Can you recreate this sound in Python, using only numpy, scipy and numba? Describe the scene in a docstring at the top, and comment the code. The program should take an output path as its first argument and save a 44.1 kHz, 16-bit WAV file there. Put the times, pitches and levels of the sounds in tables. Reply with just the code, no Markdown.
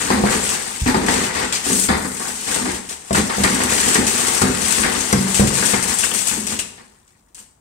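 """A hammer knocks out a large pane of crazed tempered glass in a bare room, a few metres away.
Glass is already falling as the first two blows set the pane booming. Cracks snap and spray crumbs;
slabs drop, thud on the floor and burst into clattering pieces, with the odd shard clinking.
From 3 s six more blows bring down the rest, while small crumbs rain ticking and tinkling on the heap.
By 7 s the stream has run out and only a few stragglers fall."""
import sys
import numpy as np
from scipy import signal
from scipy.fft import rfft, irfft
from scipy.io import wavfile
from numba import njit

SR = 44100
rng = np.random.default_rng(int(sys.argv[2]) if len(sys.argv) > 2 else 0)


def materialize(psi):
    """Save the field psi as 16-bit PCM at rate SR to the path in sys.argv[1].

    A 1-D psi becomes a single channel; in a 2-D psi each row is a channel.
    """
    bounded = np.clip(np.atleast_2d(psi).T, -1, 1)
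    quanta = np.round(bounded * 32767).astype(np.int16)
    wavfile.write(sys.argv[1], SR, quanta)


N = 335346
TIME = np.arange(N) / SR

# hammer hits: t/s, boom level/dB, contact cutoff f/Hz, knock level/dB, crunch level/dB
BLOWS = [(.238, -25.5, 810, -5, -13), (0.815, -17.5, 85, -26, -42.5), (3.108, -21.5, 900, -13, -12),
         (3.382, -25.5, 330, -11.5, -23), (4.417, -19.5, 320, -11.5, -13.5), (5.128, -17.5, 270, -10, 1),
         (5.396, -16.5, 315, -2.5, -3), (5.735, -30, 800, -14.5, -3.5)]
# modes of the pane in its frame: f/Hz, level/dB, t60/s
PANE_MODES = [(45, -25, 0.32), (74, -4.5, 0.45), (87.7, -3.5, 0.29), (109, -7, 0.27), (114.5, -11.5, 1),
              (134, 1, 0.56), (172, -9.5, 1), (186.8, 1, 1), (220.7, -7.5, 0.65), (244, -7, 0.2),
              (362, -3.5, 0.43), (383, 4, 0.081), (570, -5.5, 0.1), (653, 22.5, 0.03), (850, -7.5, .04)]
# modes of the struck patch of glass: f/Hz, level/dB, t60/s
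PATCH_MODES = [(203.7, -3, 0.2), (465, 6.5, 0.0091), (727, -8.5, 0.041), (944, -11, 0.055)]
# cracks tearing, clumps shattering: t/s, spray level/dB, spray t60/s, snap offset/dB
CRACKS = [(0.304, -21, 1, -9), (0.761, -23, 0.02, 4), (1.064, -24, 0.23, 10), (1.085, -30, 0.16, 12),
          (1.525, -16, 0.3, -0.5), (1.784, -33, 0.18, -3), (2.889, -26.5, 0.31, 3), (3.129, -20, 0.14, 10),
          (3.148, -20, 0.21, -11), (3.351, -30.5, .1, -3), (3.436, -17.5, 0.14, 14.5),
          (3.636, -20.5, 0.14, 14), (3.943, -13, 0.16, -6.5), (4.067, -13.5, 0.3, -11),
          (4.413, -16.5, 0.17, 6.5), (4.924, -23.5, 0.22, -7), (5.127, -13, 0.026, -5),
          (5.343, -16.5, 0.3, -16), (5.398, -32, 0.037, 3), (5.472, -19, 0.13, 3.5), (5.826, -19, 0.18, -3),
          (5.987, -18, 0.27, 7), (6.038, -21, 0.17, 1), (6.137, -19.5, 0.32, -6), (6.269, -17.5, 0.33, -14),
          (6.468, -23, 0.28, 10), (6.514, -30, 0.14, -8), (6.59, -16, 0.098, -8), (7.077, -50.5, .12, 1.5),
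          (7.188, -54.5, 0.08, 1), (7.285, -55, 0.063, 7), (7.346, -32.5, 0.065, -4)]
# slabs landing: t/s, thud level/dB, clatter level/dB, clatter t60/s
SLABS = [(.052, -27, -35, .1), (0.103, -13.5, -18, 0.38), (.172, -19.5, -29.5, .15),
         (.327, -18.5, -23.5, 0.28), (.861, -14, -25.5, 1), (0.945, -12.5, -20.5, 0.13),
         (1.015, -23, -26, 0.069), (1.084, -21, -14.5, 0.11), (1.156, -21.5, -27, .2),
         (1.666, -21, -25.5, .1), (1.698, -18.5, -21.5, .1), (1.721, -36.5, -36.5, .11),
         (1.887, -13.5, -15, .45), (2.047, -24, -29, .15), (2.561, -22.5, -22, .14),
         (2.615, -25.5, -30, .2), (2.655, -25, -22.5, .2), (2.69, -39.5, -26.5, 0.11),
         (3.148, -21, -17.5, 0.19), (3.17, -18.5, -23, .15), (3.295, -44, -22, 0.55),
         (3.437, -17, -14, 0.3), (3.521, -23.5, -34.5, .2), (3.602, -21, -21, 0.48), (3.712, -23, -30, .13),
         (3.864, -21, -27.5, .05), (3.954, -20.5, -14.5, 0.13), (3.978, -15.5, -34, 0.27),
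         (4.418, -15, -15.5, 0.22), (4.48, -23, -29, 0.26), (4.780, -19.5, -22.5, .15),
         (4.834, -25, -16, 0.41), (4.952, -23.5, -17.5, 0.057), (5.553, -31, -26, 0.17),
         (5.625, -23, -20, 0.12), (5.741, -37, -15.5, 0.12), (6.037, -31, -22, 0.13),
         (6.114, -28, -27, .04), (6.312, -27.5, -25.5, .2), (6.369, -26.5, -35, .1), (6.472, -37, -38, .1),
         (6.521, -30, -28, 0.18), (6.779, -44.5, -39, .2)]
# large shards clinking: t/s, f/Hz, level/dB
CLINKS = [(.104, 925, -11), (.945, 853, -12), (1.551, 4600, -20.5), (3.147, 1300, -17.5),
          (3.955, 2570, -23.5), (4.417, 1340, -15), (5.127, 6430, -15.5), (5.74, 2010, -19),
          (6.035, 2830, -17), (6.116, 3110, -20.5), (6.593, 2740, -22)]
# patches of the pane pouring down: t/s, length/s, crumb level/dB, piece level/dB
POURS = [(0, 0.045, -23, -35.5), (0.231, .12, -25.5, -20), (0.412, 0.14, -20.5, -28),
         (0.852, 0.047, -25.5, -18.5), (1.08, 0.18, -22.5, -25), (1.338, .11, -25.5, -22),
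         (1.631, .22, -18, -40), (2.18, 0.13, -33, -30), (2.456, 0.13, -23.5, -25.5),
         (2.658, .11, -29, -32.5), (2.889, .02, -29, -31), (3.147, 0.054, -21, -21.5),
         (3.366, 0.2, -23.5, -27.5), (3.677, 0.27, -18, -26), (4.119, .27, -20.5, -26),
         (4.597, 0.24, -20, -29.5), (4.938, 0.19, -27, -38), (5.268, 0.14, -22.5, -30),
         (5.524, 0.2, -19, -27.5), (5.866, 0.059, -21.5, -25.5), (6.133, 0.23, -30.5, -43),
         (6.477, 0.058, -23.5, -36.5), (7.354, 0.06, -41, -47.5)]
# bed of crumbs under the pours: t/s, level/dB
CRUMB_TRICKLE = [(0.0, -19.5), (0.49, -32), (0.67, -24), (1.57, -30.5), (1.74, -26), (1.95, -29.5),
                 (2.6, -21.5), (2.96, -42), (3.15, -29), (3.3, -23.5), (3.96, -20), (5.12, -24),
                 (5.78, -22), (6.39, -25), (6.5, -30), (6.67, -41.5), (7.05, -59), (7.6, -72.5)]
# bed of larger pieces under the pours: t/s, level/dB
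PIECE_TRICKLE = [(0.0, -26), (0.36, -30), (0.65, -32), (0.89, -43.5), (1.08, -25.5), (2.05, -39),
                 (2.58, -37), (2.9, -48), (3.15, -46), (3.3, -41.5), (3.64, -26), (5.23, -30.5),
                 (5.78, -27.5), (6.43, -43.5), (7.01, -62), (7.6, -74)]
# how fine the crumbs are: t/s, treble tilt/dB
FINENESS = [(0, -3), (1.0, -3), (1.55, -10), (1.8, 6), (1.95, 6), (2.5, -3), (3, -3.5), (3.4, -3),
            (4.3, -2), (5, -4), (5.6, -2), (6.3, 1), (6.6, -5), (7.3, 1)]
# where the fine glass falls: t/s, left minus right level/dB
CRUMB_PAN = [(0, -0.5), (4, -1.5), (4.7, 3.5), (5.3, 2), (6.2, 4.5), (6.7, -1.5)]
# bright ring of the crumbs: f/Hz, level/dB
CRUMB_TONE = [(900, -14.5), (2000, -9), (2900, -7), (3800, -9), (4700, -7.5), (5500, -6), (7000, -2.5),
              (8100, 1.5), (8900, -1), (9800, -7.5), (11500, -14), (15000, -20.5)]
# midrange ring of the pieces: f/Hz, level/dB
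PIECE_TONE = [(300, -6), (450, 2), (600, -5.5), (850, 2), (1150, -1.5), (1420, -1), (1620, -2), (1880, 0.5),
              (2300, -4.5), (2900, -12), (5000, -9.5), (12000, -50)]
# low ring of the floor: f/Hz, level/dB
FLOOR_TONE = [(25, -22), (45, -13), (73, -3), (100, -15.5), (125, -10), (160, -5), (228, 1), (290, -9),
              (350, -7.5), (430, -7.5), (600, -20.5), (1200, -47)]
# reverb decay: f/Hz, t60/s
ROOM_T60 = [(100, 0.62), (300, 0.55), (1000, 0.64), (3000, 0.5), (8000, 0.48), (15000, 0.32)]
# shading of the right mic, turned away from the glass: f/Hz, left minus right level/dB
MIC_SHADOW = [(100, 0), (260, -.3), (380, .8), (620, 7.5), (1290, 4.5), (4400, 5), (7000, 6), (8500, 9.5),
              (15000, 7)]
# room tone: f/Hz, level/dB
AIR_TONE = [(15, -29.5), (25, 10.5), (207, 1), (543, -12), (978, -8.5), (3830, -37), (8320, -22.5),
            (11200, -31), (15000, -27)]


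def hammer(knock_reach=2.46):
    """Each blow crunches, knocks the struck patch and booms the pane in a fresh mix of its modes."""
    out, t = np.zeros(N), TIME[:SR // 2]
    knock = sum(undb(db) * np.sin(2 * np.pi * hz * t) * fade(t, t60) for hz, db, t60 in PATCH_MODES)
    for s, boom_db, contact_hz, knock_db, _ in BLOWS:
        contact = signal.butter(3, contact_hz, fs=SR, output="sos")  # a soft push moves only low modes
        patch = signal.butter(3, knock_reach * contact_hz, fs=SR, output="sos")
        spot = rng.standard_normal((len(PANE_MODES), 2))
        boom = np.zeros(len(t))
        for (hz, db, t60), (weight, detune) in zip(PANE_MODES, spot):
            mode = np.sin(2 * np.pi * hz * (1 + 0.019 * detune) * t) * fade(t, t60)
            boom += np.sign(weight) * undb(db + weight) * mode
        boom = signal.sosfilt(contact, boom) * fade(t, contact_hz / 350)  # lingering contact damps it
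        boom *= 1 - fade(t, 0.051)  # the bending wave takes a moment to spread
        add(out, s, undb(boom_db + 1.5) * boom / rms(boom[t < .05]))
        add(out, s, undb(knock_db) * signal.sosfilt(patch, knock))
    crunch = fractures(((s, db) for s, *_, db in BLOWS), t60=0.056)
    return stereo(out) + colour(stereo(crunch), PIECE_TONE)


def snaps():
    """Every crack opens with a sharp, bright snap."""
    breaks = fractures(((s, db + snap_db) for s, db, _, snap_db in CRACKS), t60=0.018)
    return undb(3.5) * colour(stereo(breaks), CRUMB_TONE)


def fractures(rows, t60):
    """A run of tiny breaks: a short noise burst at each (t/s, level/dB)."""
    return bursts((s, db, t60) for s, db in rows) * rng.standard_normal(N)


def floor_thuds(start_hz=272.2, sag_hz_per_s=5.7):
    """Slabs hit the floor's main resonance, which sinks as the heap grows; loose glass drums on."""
    thuds, t = np.zeros(N), TIME[:SR // 2]
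    for (s, db, _, _), detune in zip(SLABS, rng.standard_normal(len(SLABS))):
        hz = (start_hz - sag_hz_per_s * s) * (1 + 0.041 * detune)
        add(thuds, s, undb(db) * np.sin(2 * np.pi * hz * t) * fade(t, t60=0.22))
    drumming = shower(floor_load(), FLOOR_TONE, top_hz=854, t60=0.015, t60_spread=0.086, spread_db=0.5,
                      full_db=-44.5, lag_s=0.000088, lag_spread_s=0.000092, count=16000)
    return undb(.5) * stereo(thuds) + undb(-3) * drumming


def floor_load(settle_t60=0.47, shaken_t60=1):
    """Weight on the floor: settling slabs, glass shaken loose by hard blows, and falling pieces."""
    settling = bursts((s, db, settle_t60) for s, db, _, _ in SLABS)
    shaken = bursts((s, db, shaken_t60) for s, db, contact_hz, _, _ in BLOWS if contact_hz > 200)
    return np.sqrt(settling ** 2 + shaken ** 2 + (undb(-5.5) * piece_flow()) ** 2)


def pieces():
    """Slabs land with a clack and burst into palm-sized pieces that knock against each other."""
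    flow = np.hypot(undb(-3) * piece_flow(), bursts((s, db, t60) for s, _, db, t60 in SLABS))
    clatter = shower(flow, PIECE_TONE, top_hz=5025, t60=0.0055, t60_spread=1, spread_db=3.5,
                     full_db=-26.5, lag_s=0.00053, lag_spread_s=0.00017, count=20000)
    breaks = fractures(((s, db) for s, _, db, _ in SLABS), t60=0.035)
    clacks = colour(stereo(breaks, lag_s=0.00024), PIECE_TONE)
    return undb(0.5) * clatter + undb(13.5) * clacks


def piece_flow():
    """Larger pieces come down in pours over a trickle."""
    poured = pours((s, length, db) for s, length, _, db in POURS)
    return np.hypot(undb(2) * curve(PIECE_TRICKLE), poured)


def clinks(t60=0.045, detune=0.073, count=6):
    """A large shard rings briefly on a cluster of close modes before the heap stops it."""
    out, t = np.zeros(N), TIME[:SR // 4]
    for s, hz, db in CLINKS:
        modes_hz = hz * (1 + detune * rng.standard_normal((count, 1)))
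        cluster = np.sin(2 * np.pi * modes_hz * t).sum(axis=0) / np.sqrt(count)
        add(out, s, undb(db) * cluster * fade(t, t60))
    return undb(1) * stereo(out)


def crumbs(steady_share=0.63):
    """Small glass cubes tick and tinkle as they trickle, pour and spray from every crack."""
    poured = pours((s, length, db) for s, length, db, _ in POURS)
    stream = np.hypot(undb(-2) * curve(CRUMB_TRICKLE), poured)
    stream *= np.sqrt(steady_share + (1 - steady_share) * clumps() ** 2)
    spray = bursts(row[:3] for row in CRACKS)
    flow = np.hypot(undb(-2) * stream, undb(0.5) * spray)
    ticks = shower(flow, CRUMB_TONE, top_hz=15870, t60=0.00064, t60_spread=0.65, spread_db=1,
                   full_db=-20.5, lag_s=.00034, lag_spread_s=.00005, count=14000)
    tinkles = shower(flow, CRUMB_TONE, top_hz=15670, t60=0.031, t60_spread=0.87, spread_db=5,
                     full_db=-21.5, lag_s=.00034, lag_spread_s=.0001, count=4000)
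    return undb(-5) * ticks + undb(-11.5) * tinkles


def clumps(count=260, spread_db=4, t60=0.07):
    """Glass comes loose in lumps: the flow jumps at random moments and sags in between."""
    when, weight = rng.random(count), np.clip(rng.standard_normal(count), -2, 2)
    jumps = np.bincount((when * N).astype(int), undb(2 * spread_db * weight), N)
    power = signal.oaconvolve(jumps, fade(TIME[:SR // 10], t60) ** 2)[:N]
    return np.sqrt(np.abs(power) / power.mean())


def crumb_tilt(x, split_hz=6000):
    """Finer crumbs ring higher: the tone tilts about the split."""
    low = signal.sosfiltfilt(signal.butter(2, split_hz, fs=SR, output="sos"), x)
    tilt = np.sqrt(curve(FINENESS))
    return low / tilt + (x - low) * tilt


def pours(rows, attack_s=0.02, release_t60=0.14):
    """A patch crumbles at each (t/s, length/s, level/dB): the flow opens, nearly holds, runs out."""
    flow, t = np.zeros(N), TIME[:SR]
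    for s, length, db in rows:
        attack = np.minimum(t / attack_s, 1)
        hold = undb(db + 1 - 0.5 * np.minimum(t / length, 1))
        release = fade(np.maximum(t - length, 0), release_t60)
        add(flow, s, attack * hold * release)
    return flow


def bursts(rows):
    """Envelope that jumps at each (t/s, level/dB, t60/s) and dies away."""
    flow = np.zeros(N)
    for s, db, t60 in rows:
        add(flow, s, undb(db) * fade(TIME[:SR], t60))
    return flow


def shower(flow, tone, top_hz, t60, t60_spread, spread_db, full_db, lag_s, lag_spread_s, count):
    """Cloud of random contacts: more flow brings more and bigger ones; past full_db, only bigger."""
    when, chance, pitch = rng.random((3, count))
    size, length, lag, pan = np.clip(rng.standard_normal((4, count)), -2.5, 2.5)
    start = (when * N).astype(np.int64)
    density = np.minimum(flow[start] / undb(full_db), 1) ** .5
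    size = flow[start] / np.sqrt(density) * undb(spread_db * size) * rng.choice([-1, 1], count)
    lag = np.clip((lag_s + lag_spread_s * lag) * SR, 0, 63).astype(np.int64)
    contacts = (start, pitch * top_hz, t60 * np.exp(t60_spread * length), size, lag, undb(pan))
    sound = colour(ring(*(column[chance < density] for column in contacts)), tone)
    return sound * rms(flow) / rms(sound)


@njit
def ring(start, hz, t60, size, lag, pan):
    """Each contact rings as a damped sine from its own direction."""
    out = np.zeros((2, N))
    for k in range(len(start)):
        decay = 6.9 / (t60[k] * SR)
        phasor = size[k] * np.sqrt(4 * decay) + 0j  # same energy however long it rings
        step = np.exp(2j * np.pi * hz[k] / SR - decay)
        for i in range(start[k], min(start[k] + int(t60[k] * SR), N - 64)):
            phasor *= step
            out[0, i] += phasor.imag * pan[k]
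            out[1, i + lag[k]] += phasor.imag / pan[k]
    return out


def room(x, early_db=-4, tail_db=-6):
    """Bare plaster walls: dense early reflections, then a tail that loses its treble first."""
    t, hz = TIME[:SR], np.fft.rfftfreq(SR, 1 / SR)
    early = diffuse(SR) * fade(t, t60=0.064) * (t > .002)
    spectrum, centres = rfft(diffuse(SR)), [f for f, _ in ROOM_T60]
    tail = np.zeros((2, SR))
    for band, (_, t60) in zip(np.eye(len(centres)), ROOM_T60):
        band_gain = over_pitch(list(zip(centres, band)), hz)
        tail += irfft(spectrum * band_gain, SR) * fade(t, t60) * (t > .012)
    walls = (undb(early_db) * early / rms(early) + undb(tail_db) * tail / rms(tail)) / np.sqrt(SR)
    return (x + convolve(x, walls)) / np.sqrt(1 + undb(early_db) ** 2 + undb(tail_db) ** 2)


def room_tone(level_db=-59):
    """A faint, dark bed of air."""
    air = colour(diffuse(N), AIR_TONE)
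    return air * undb(level_db) / rms(air)


def diffuse(size, mono_below_hz=330):
    """Noise from all sides: left and right agree only in the bass."""
    mid, side = rng.standard_normal((2, size))
    side = signal.sosfilt(signal.butter(2, mono_below_hz, "high", fs=SR, output="sos"), side)
    return np.array([mid + side, mid - side])


def stereo(x, lag_s=.00034):
    """Sound from the glass reaches the left mic first."""
    return np.array([x, np.interp(TIME - lag_s, TIME, x)])


def colour(x, points, size=4096):
    """Minimum-phase EQ through (f/Hz, level/dB) points."""
    cepstrum = irfft(np.log(undb(over_pitch(points, np.fft.rfftfreq(size, 1 / SR)))))
    cepstrum[1:size // 2] *= 2
    cepstrum[size // 2 + 1:] = 0
    return convolve(x, irfft(np.exp(rfft(cepstrum))))


def convolve(x, response):
    """Play a sound through an impulse response."""
    return signal.oaconvolve(x, np.atleast_2d(response), axes=-1)[:, :N]


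def over_pitch(points, hz):
    """Read (f/Hz, value) points on a log frequency axis."""
    f, value = np.transpose(points)
    return np.interp(np.log(hz + 1e-9), np.log(f), value)


def curve(rows):
    """Fader ride through (t/s, level/dB) points, as gain."""
    return undb(np.interp(TIME, *np.transpose(rows)))


def fade(t, t60):
    """Decay by 60 dB in t60 seconds."""
    return np.exp(-np.log(1000) * t / t60)


def add(track, s, sound):
    """Mix a sound into a track at s seconds."""
    i = int(s * SR)
    track[i:i + len(sound)] += sound[:N - i]


def undb(db):
    """Decibels to gain."""
    return 10 ** (np.asarray(db) / 20)


def rms(x):
    """Root mean square."""
    return np.sqrt(np.mean(np.square(x))) + 1e-12


def scene(crumb_spots=3):
    """Fine and heavy glass over room tone; each spot where crumbs land has its own reflections."""
    fine_glass = crumb_tilt(sum(room(crumbs()) for _ in range(crumb_spots)))
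    fine_glass += room(snaps() + clinks())
    pan = np.sqrt(curve(CRUMB_PAN))
    impacts = room(hammer() + floor_thuds(), early_db=-6.5, tail_db=-4)
    clatter = room(pieces(), early_db=-3.5, tail_db=-7)
    return fine_glass * np.array([pan, 1 / pan]) + impacts + clatter + room_tone()


def record(dry, low_cut_hz=42, top_hz=15700):
    """The mic body shades the right side; deep bass is cut, peaks clip and the top is rolled off."""
    left = colour(dry[:1], [(hz, db / 2) for hz, db in MIC_SHADOW])
    right = colour(dry[1:], [(hz, -db / 2) for hz, db in MIC_SHADOW])
    low_cut = signal.butter(3, low_cut_hz, "high", fs=SR, output="sos")
    high_cut = signal.ellip(10, .2, 90, top_hz, fs=SR, output="sos")
    clipped = np.clip(signal.sosfilt(low_cut, np.vstack([left, right])), -.9, .9)
    return signal.sosfilt(high_cut, clipped)


dry = scene()
out = record(dry)
materialize(out)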